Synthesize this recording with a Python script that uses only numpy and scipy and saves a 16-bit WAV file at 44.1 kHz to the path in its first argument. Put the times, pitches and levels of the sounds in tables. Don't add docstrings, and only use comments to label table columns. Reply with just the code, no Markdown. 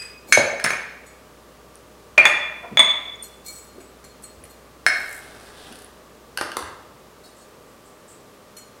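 import sys
import numpy as np
from scipy import signal
from scipy.fft import rfft, irfft, next_fast_len
from scipy.io import wavfile

SR = 44100
rng = np.random.default_rng(int(sys.argv[2]) if len(sys.argv) > 2 else 0)


def wrap_up_sound(samples):
    columns = np.atleast_2d(samples).T
    tamed = np.clip(columns, -1, 1)
    steps = np.round(tamed * 32767).astype(np.int16)
    wavfile.write(sys.argv[1], SR, steps)


N = 388080

# frequency in Hz, level in dB, t60 in seconds.
CANISTER_MODES = [(1566, -8, 0.041), (1670, -5.5, 0.015), (1680, 4, 0.018), (1796, -7, 0.047),
                  (2132, -5, 0.054), (2200, -14.5, 0.25), (3170, -9.5, 0.0082), (3824, -14.5, 0.016),
                  (4240, -19, 0.11), (5100, -12.5, 0.022), (5230, -11.5, 0.037), (7920, -17.5, 0.041),
                  (9060, -15.5, .04), (10050, -22, 0.082)]
BIG_LID_MODES = [(595, -11, 0.039), (1462, -18.5, 0.029), (2115, -18.5, 0.11), (2353, -12, .04),
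                 (2395, -5, 0.12), (2420, -12, 0.11), (2486, -14.5, 0.033), (4430, -20.5, .035),
                 (5100, -30, 0.033), (7196, -43.5, 0.11), (8630, -26.5, 0.02)]
SMALL_LID_MODES = [(642, -16.5, 0.045), (1006, -7, 0.024), (2208, -8, .07), (3356, -22, 0.061),
                   (3459, 3.5, 0.136), (6625, -9.5, 0.029), (8870, -18, 0.014), (13850, -34.5, .04)]
COUNTER_MODES = [(233, -13.5, 0.1), (490, -5, 0.029), (573.7, 3.5, 0.024), (633, -14, 0.027)]
# frequency in Hz, level in dB.
CANISTER_CLACK = [(30, -39), (250, -16), (500, -8), (700, -0.5), (1000, -18), (1500, -0.5), (2300, 7.5),
                  (2800, -1), (4000, -3.5), (7000, -13), (10000, -8), (15000, -22.5)]
LID_CLACK = [(30, -32), (200, -7), (450, -4), (650, 2), (1000, 2.5), (1400, 0.5), (2200, 5), (3000, -12),
             (5000, -25.5), (9000, -27.5), (15000, -50.5)]
COUNTER_THUD = [(30, -38.5), (100, -5.5), (220, -1), (400, 1), (900, -10.5), (2000, -15.5), (10000, -42.5)]
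# start in seconds, ring in dB, clack in dB, tilt in dB per octave.
CANISTER_HITS = [(.3243, -5.5, -14, -0.5), (.5991, -24, -33, -2), (.642, -20.5, -25, 3.5),
                 (.663, -18.5, -27, -8.5), (.7054, -28, -25.5, -2.5), (4.8647, -4.5, -15, -1.5)]
BIG_LID_HITS = [(.645, -38, -17, -1.3), (.7054, -29, -22, 0.25), (.7333, -19.5, -36.5, 0),
                (.7698, -34, -38.5, 0), (2.1773, -23, -26.5, 0.1), (2.179, 0.5, -8.5, -1),
                (2.189, -5.5, -21, -1), (2.2539, -9, -8, 0.23)]
SMALL_LID_HITS = [(2.2539, -16.5, -12, 5), (2.265, -31.5, -27.5, 6), (2.7722, -12.5, -13, 2),
                  (2.793, -4.5, -15.5, -2.5), (2.801, -13, -13, 3.5)]
COUNTER_HITS = [(.3745, -1.4, -16.5, 0.99)]


def canisters():
    body = struck(CANISTER_HITS, CANISTER_MODES, CANISTER_CLACK, clack_t60_s=0.0073, wet_db=-3.5)
    big_lid = struck(BIG_LID_HITS, BIG_LID_MODES, LID_CLACK, clack_t60_s=0.04, wet_db=-3)
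    small_lid = struck(SMALL_LID_HITS, SMALL_LID_MODES, LID_CLACK, clack_t60_s=0.03, wet_db=-3.5)
    counter = struck(COUNTER_HITS, COUNTER_MODES, COUNTER_THUD, clack_t60_s=0.061, wet_db=-3.5)
    return body + big_lid + small_lid + counter


# frequency in Hz, level in dB, t60 in seconds.
CUP_MODES = [(2270, -8, .14), (4256, -1, 0.13), (5896, -9, .08), (6860, -5.5, 0.11), (7340, -12, .16),
             (8000, -5, 0.22), (8810, -10.5, .12), (9710, -14, 0.085), (10040, -12.5, .12),
             (11350, -15.5, .08), (11690, -12.5, .08), (12340, -17, .14), (13030, -15, 0.11),
             (14300, -14.5, .1)]
RIM_MODES = [(2195, 1, .07), (2235, 2, .12), (2380, -6, .07), (3327, -12, .12), (3900, -8, .06),
             (4264, -9, .16), (4511, -15, .16), (5055, -14, .1), (6240, 0, .09), (6746, -5, .13),
             (8856, -10, .08), (10050, -8, .08), (11650, -20, .12)]
HANDLE_MODES = [(2520, -4.5, 0.11), (4900, -1.5, 0.08), (8000, -10, 0.1), (8839, -22, 0.11),
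                (11810, -28, .25)]
# frequency in Hz, level in dB.
STEEL_CLACK = [(30, -34), (250, -15), (700, -20.5), (1000, -7), (1600, 7.5), (2400, 7), (4000, -5.5),
               (7000, -5.5), (10000, -2), (15000, -30.5)]
# start in seconds, ring in dB, clack in dB, tilt in dB per octave.
CUP_HITS = [(1.06, -53, -62, 4), (3.2252, -49.5, -42, 8), (3.801, -54, -49.5, 3), (4.04, -49.5, -43, 4),
            (4.222, -64, -43.5, 10), (4.2391, -44, -47.5, -1.5), (4.4391, -59, -44, 5),
            (4.496, -58, -56.5, 7.5), (4.8647, -36, -37, -7.5), (8.566, -47, -41, 5)]
RIM_HITS = [(.3243, -11.5, -14, 0), (.645, -25.5, -22.5, 0.69), (.7054, -29.5, -44.5, 0.037),
            (2.18, -41, -36.5, 0.012)]
HANDLE_HITS = [(0, -29, -41, 0), (.02, -33.5, -37, 0.91)]


def empty_cup():
    wall = struck(CUP_HITS, CUP_MODES, STEEL_CLACK, clack_t60_s=0.027, wet_db=-4, chatter_s=0.018)
    rim = struck(RIM_HITS, RIM_MODES, STEEL_CLACK, clack_t60_s=0.04, wet_db=-3.5)
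    handle = struck(HANDLE_HITS, HANDLE_MODES, STEEL_CLACK, clack_t60_s=0.14, wet_db=-0.5)
    return wall + rim + handle


# frequency in Hz, level in dB, t60 in seconds.
FULL_CUP_MODES = [(1565, -2, 0.032), (2804, 7.5, 0.0056), (4500, -3, 0.01), (4940, -7.5, 0.01),
                  (6060, -14, 0.012), (9170, -11.5, 0.0084)]
# frequency in Hz, level in dB.
FULL_CUP_CLACK = [(30, -37), (70, -5), (150, -18), (400, -1), (750, -2), (1200, 5.5), (2000, -2.5),
                  (3000, -19), (3800, -10.5), (4700, -10.5), (7000, -16), (10000, -9), (15000, -31.5)]
# start in seconds, ring in dB, clack in dB, tilt in dB per octave.
LEVELLING_TAPS = [(6.3743, -15.5, -27, 2.5), (6.385, -24, -31, -3.5), (6.4121, -49, -19, -2),
                  (6.5178, -26, -38, 2), (6.5689, -31.5, -20, -0.5), (6.6255, -31.5, -33, -6)]


def full_cup():
    lift_s, gap_s = 5.7247, 0.032
    ring_db, loss_db, clack_db, db_per_octave = -37, 5.5, -45, 5
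    slips = [(lift_s + k * gap_s, ring_db - k * loss_db, clack_db, db_per_octave) for k in range(4)]
    return struck(slips + LEVELLING_TAPS, FULL_CUP_MODES, FULL_CUP_CLACK, clack_t60_s=0.02, wet_db=-3)


# start in seconds, frequency in Hz, level in dB, t60 in seconds.
TICKS = [(.641, 5380, -8.5, 0.019), (0.641, 9160, -11.5, 0.024), (1.7555, 9500, -13.5, 0.0016),
         (1.756, 5900, -29, 0.0033), (2.254, 6620, -9.5, 0.025), (2.7931, 8520, -7.5, 0.025),
         (3.156, 6840, -40, 0.025), (3.2251, 8910, -22.5, 0.035), (4.2392, 8180, -29, 0.044),
         (4.4385, 9800, -35.5, 0.04), (5.8461, 10000, -18, 0.0035)]
# start in seconds, level in dB, length in seconds.
CUP_SLIDES = [(.265, -43.5, 0.046), (3.44, -42, 0.08)]


def handling():
    ticks = np.zeros(N)
    for start_s, hz, db, t60_s in TICKS:
        add(ticks, start_s, amp(db) * ring([(hz, 0, t60_s)]))
    friction = strokes(CUP_SLIDES, rise_s=0.028, fade_db_per_s=100)
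    rub = singing_steel(CUP_MODES, friction, rate_hz=2300, rasp_db=-1.5)
    return kitchen(ticks + rub, wet_db=-11)


# frequency in Hz, level in dB.
CRUNCH_SPECTRUM = [(1500, -25), (5000, -8.5), (8500, 4), (12000, 1), (15500, -9)]
DIG_SPECTRUM = [(200, 4), (700, 8.5), (1100, 3.5), (1600, 8.5), (2300, -2.5), (3400, 0.5), (5000, -1.5),
                (6500, -7), (9500, -2), (12000, -13), (15500, -18)]
GRIND_SPECTRUM = [(1200, -23), (2500, -12), (3300, 2), (4200, -5), (7000, -24), (15000, -35)]
POUR_SPECTRUM = [(500, -28.5), (3000, -18), (4500, -13), (6000, -9), (7800, 10), (10000, -3),
                 (15000, -20.5)]
# start in seconds, level in dB, length in seconds.
CRUNCHES = [(4.94, -52, 0.15), (5.07, -46.5, 0.098)]
DIGS = [(4.89, -50, 0.6), (5.47, -48, 0.22)]
GRINDS = [(5.5, -53, 0.12)]
CLUMPS = [(7.35, -61, .05), (7.66, -63.5, .03), (7.84, -57, 0.035), (8.07, -51.5, 0.044)]
LANDINGS = [(7.23, -47.5, 0.011), (7.365, -59, .06)]
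# frequency in Hz, level in dB, t60 in seconds.
BOWL_MODES = [(3900, -2.5, 0.062), (4360, -1, 0.096), (4760, -1.5, 0.051), (5200, -0.5, 0.065),
              (6050, -6.5, 0.064), (6800, -2, .07), (7640, -2, 0.062), (8360, 2, 0.059), (9500, -2, 0.06),
              (10500, -4, .06), (11800, -9, 0.058)]


def sugar():
    crunch = coloured(grains(rate_hz=996, spread_db=1.5), CRUNCH_SPECTRUM)
    crunch *= strokes(CRUNCHES, rise_s=0.02, fade_db_per_s=170)
    dig = coloured(grains(rate_hz=3500, spread_db=1.5), DIG_SPECTRUM)
    dig *= strokes(DIGS, rise_s=0.11, fade_db_per_s=73)
    grind = coloured(grains(rate_hz=1500, spread_db=1), GRIND_SPECTRUM)
    grind *= strokes(GRINDS, rise_s=0.11, fade_db_per_s=73)
    pour = coloured(grains(rate_hz=7000, spread_db=0.5), POUR_SPECTRUM)
    pour *= strokes(CLUMPS, rise_s=0.023, fade_db_per_s=260)
    landing = strokes(LANDINGS, rise_s=0.012, fade_db_per_s=300)
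    patter = singing_steel(BOWL_MODES, landing, rate_hz=3700, rasp_db=-7.5)
    return kitchen(crunch + dig + grind + pour + patter, wet_db=-4.5)


# centre in seconds, level in dB, length in seconds, peak in Hz.
SCUFFS = [(0.298, -40.5, 0.035, 300), (2.646, -36.5, 0.032, 675), (2.732, -34.5, 0.041, 208),
          (3.78, -43, 0.05, 342), (4.42, -52.5, 0.097, 70), (5.727, -50.5, 0.076, 222.2)]


def scuffs():
    t, track = np.arange(N) / SR, np.zeros(N)
    for centre_s, db, length_s, hz in SCUFFS:
        spectrum = [(hz / 4, -25), (hz, 0), (hz * 2, -10), (hz * 8, -45), (SR, -70)]
        friction = coloured(rng.standard_normal(N), spectrum)
        swell = np.exp(-(2 * (t - centre_s) / length_s) ** 2)
        track += amp(db) * friction * swell
    return kitchen(track, wet_db=-6)


# frequency in Hz, level in dB.
AIR_SPECTRUM = [(20, -20.5), (45, -15.5), (75, -11), (100, -6), (150, -5.5), (247, -4), (320, -5.5),
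                (485, -1.5), (680, -9.5), (880, -10), (1150, -10), (2200, -18), (8000, -24.5), (15700, -30)]
MOTOR_TONES = [(403.7, -63.5), (613.7, -61.5), (1174, -61)]


def ventilation(air_db=-49, mains_hz=60.3, mains_db=-58.5, fade_from_s=5.6, fade_db_per_s=4):
    t = np.arange(N) / SR

    def tone(hz):
        drift_s = 0.002 * np.cumsum(rng.standard_normal(N)) / np.sqrt(SR)
        return unit(np.sin(2 * np.pi * hz * (t + drift_s)))

    air = amp(air_db) * coloured(rng.standard_normal(N), AIR_SPECTRUM)
    mains = amp(mains_db - fade_db_per_s * np.maximum(t - fade_from_s, 0)) * tone(mains_hz)
    motor = sum(amp(db) * tone(hz) for hz, db in MOTOR_TONES)
    return air + mains + motor


# frequency in Hz, t60 in seconds.
ROOM_T60 = [(150, 0.59), (400, 0.78), (1000, 0.8), (2700, 0.77), (7000, 0.51), (14000, 0.3)]


def kitchen(x, wet_db, first_wall_s=0.008, early_db=-18):
    hz, t, noise = signal.stft(rng.standard_normal(SR), SR, nperseg=256)
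    decay = amp(-60 * t / along(ROOM_T60, hz)[:, None])
    tail = signal.istft(noise * decay, SR, nperseg=256)[1]
    tail *= np.clip(np.arange(len(tail)) / SR / first_wall_s, 0, 1) ** 2
    response = amp(wet_db) * tail / np.linalg.norm(tail)
    delays_s = first_wall_s + rng.uniform(0, 0.02, size=4)
    response[(delays_s * SR).astype(int)] += amp(early_db)
    response[0] += 1
    return signal.fftconvolve(x, response)[:N]


def struck(hits, modes, spectrum, clack_t60_s, wet_db, chatter_s=0):
    track = np.zeros(N)
    for start_s, ring_db, clack_db, db_per_octave in hits:
        sound = amp(ring_db) * ring(modes, db_per_octave)
        knock = amp(clack_db) * clack(spectrum, db_per_octave, clack_t60_s)
        sound[:len(knock)] += knock
        if chatter_s:
            sound = chatter(sound, chatter_s)
        add(track, start_s, kitchen(sound, wet_db))
    return track


def ring(modes, db_per_octave=0, flutter_rad=0.13, attack_s=0.00057, low_cut_hz=170):
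    t = np.arange(SR // 3) / SR
    knots_s = np.arange(0, 0.5, 0.004)
    partials = np.zeros(len(t))
    for hz, db, t60_s in modes:
        envelope = amp(db + rng.normal(0, 1) - 60 * t / t60_s) * tilt(hz, db_per_octave)
        flutter = flutter_rad * np.interp(t, knots_s, rng.standard_normal(len(knots_s)))
        partials += envelope * np.cos(2 * np.pi * hz * t + flutter)
    attack = 1 - np.exp(-t / attack_s)
    low_cut = signal.butter(2, low_cut_hz, "high", fs=SR)
    return signal.lfilter(*low_cut, partials * attack)


def clack(spectrum, db_per_octave, t60_s, crack_ratio=0.6, size=4096):
    hz, t = np.fft.rfftfreq(size, 1 / SR), np.arange(size) / SR
    burst = rng.standard_normal(size) * amp(-60 * t / t60_s)
    burst[0] = crack_ratio * np.linalg.norm(burst)
    gain = amp(along(spectrum, hz)) * tilt(hz, db_per_octave)
    sound = signal.fftconvolve(burst, minimum_phase(gain, size))
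    return sound / np.linalg.norm(sound) * np.sqrt(0.005 * SR)


def tilt(hz, db_per_octave):
    return amp(db_per_octave * np.log2(np.maximum(hz, 100) / 2500))


def chatter(sound, length_s, count=6):
    strengths = rng.standard_normal(count)
    delays_s = length_s * rng.random(count) ** 2
    touches = np.zeros(SR // 10)
    touches[(delays_s * SR).astype(int)] = strengths
    return signal.fftconvolve(sound, touches / np.linalg.norm(touches))


def singing_steel(modes, force, rate_hz, rasp_db):
    impacts = unit(grains(rate_hz, spread_db=2.5)) * force
    steel = ring(modes)
    rasp = amp(rasp_db) * filtered(impacts, lambda hz: hz > 3500)
    return signal.fftconvolve(impacts, steel / np.linalg.norm(steel))[:N] + rasp


def grains(rate_hz, spread_db):
    sizes = amp(spread_db * np.minimum(rng.exponential(size=N), 3.5))
    occurs = rng.random(N) < rate_hz / SR
    return occurs * rng.standard_normal(N) * sizes


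def strokes(rows, rise_s, fade_db_per_s, uneven_db=1.5, catch_hz=70):
    t, power = np.arange(N) / SR, np.zeros(N)
    for start_s, db, length_s in rows:
        attack = np.clip((t - start_s) / rise_s, 0, 1)
        fade_db = fade_db_per_s * np.maximum(t - start_s - length_s, 0)
        power += (attack * amp(db - fade_db)) ** 2
    catches = np.interp(t * catch_hz, np.arange(SR), rng.standard_normal(SR))
    return np.sqrt(power) * amp(uneven_db * catches)


def amp(db):
    return 10 ** (np.asarray(db) / 20)


def unit(x):
    return x / np.sqrt(np.mean(x ** 2) + 1e-20)


def along(points, hz):
    points_hz, values = np.transpose(points)
    return np.interp(np.log(hz + 1), np.log(points_hz + 1), values)


def filtered(x, response):
    size = next_fast_len(N + SR // 2)
    hz = np.fft.rfftfreq(size, 1 / SR)
    return irfft(rfft(x, size) * response(hz), size)[:N]


def coloured(x, spectrum):
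    return unit(filtered(x, lambda hz: amp(along(spectrum, hz))))


def minimum_phase(gain, size):
    cepstrum = irfft(np.log(gain + 1e-6))
    cepstrum[1:size // 2] *= 2
    cepstrum[size // 2 + 1:] = 0
    return irfft(np.exp(rfft(cepstrum)))


def add(track, start_s, sound):
    start = round(start_s * SR)
    track[start:start + len(sound)] += sound[:N - start]


def scene():
    contacts = canisters() + scuffs() + empty_cup() + full_cup() + handling()
    return (contacts + sugar() + ventilation())[None]


def record(dry):
    top_hz = 15900
    clipped = dry[0] / (1 + np.abs(dry[0]) ** 8) ** (1 / 8)
    return filtered(clipped, lambda hz: hz < top_hz)[None]


dry = scene()
out = record(dry)
wrap_up_sound(out)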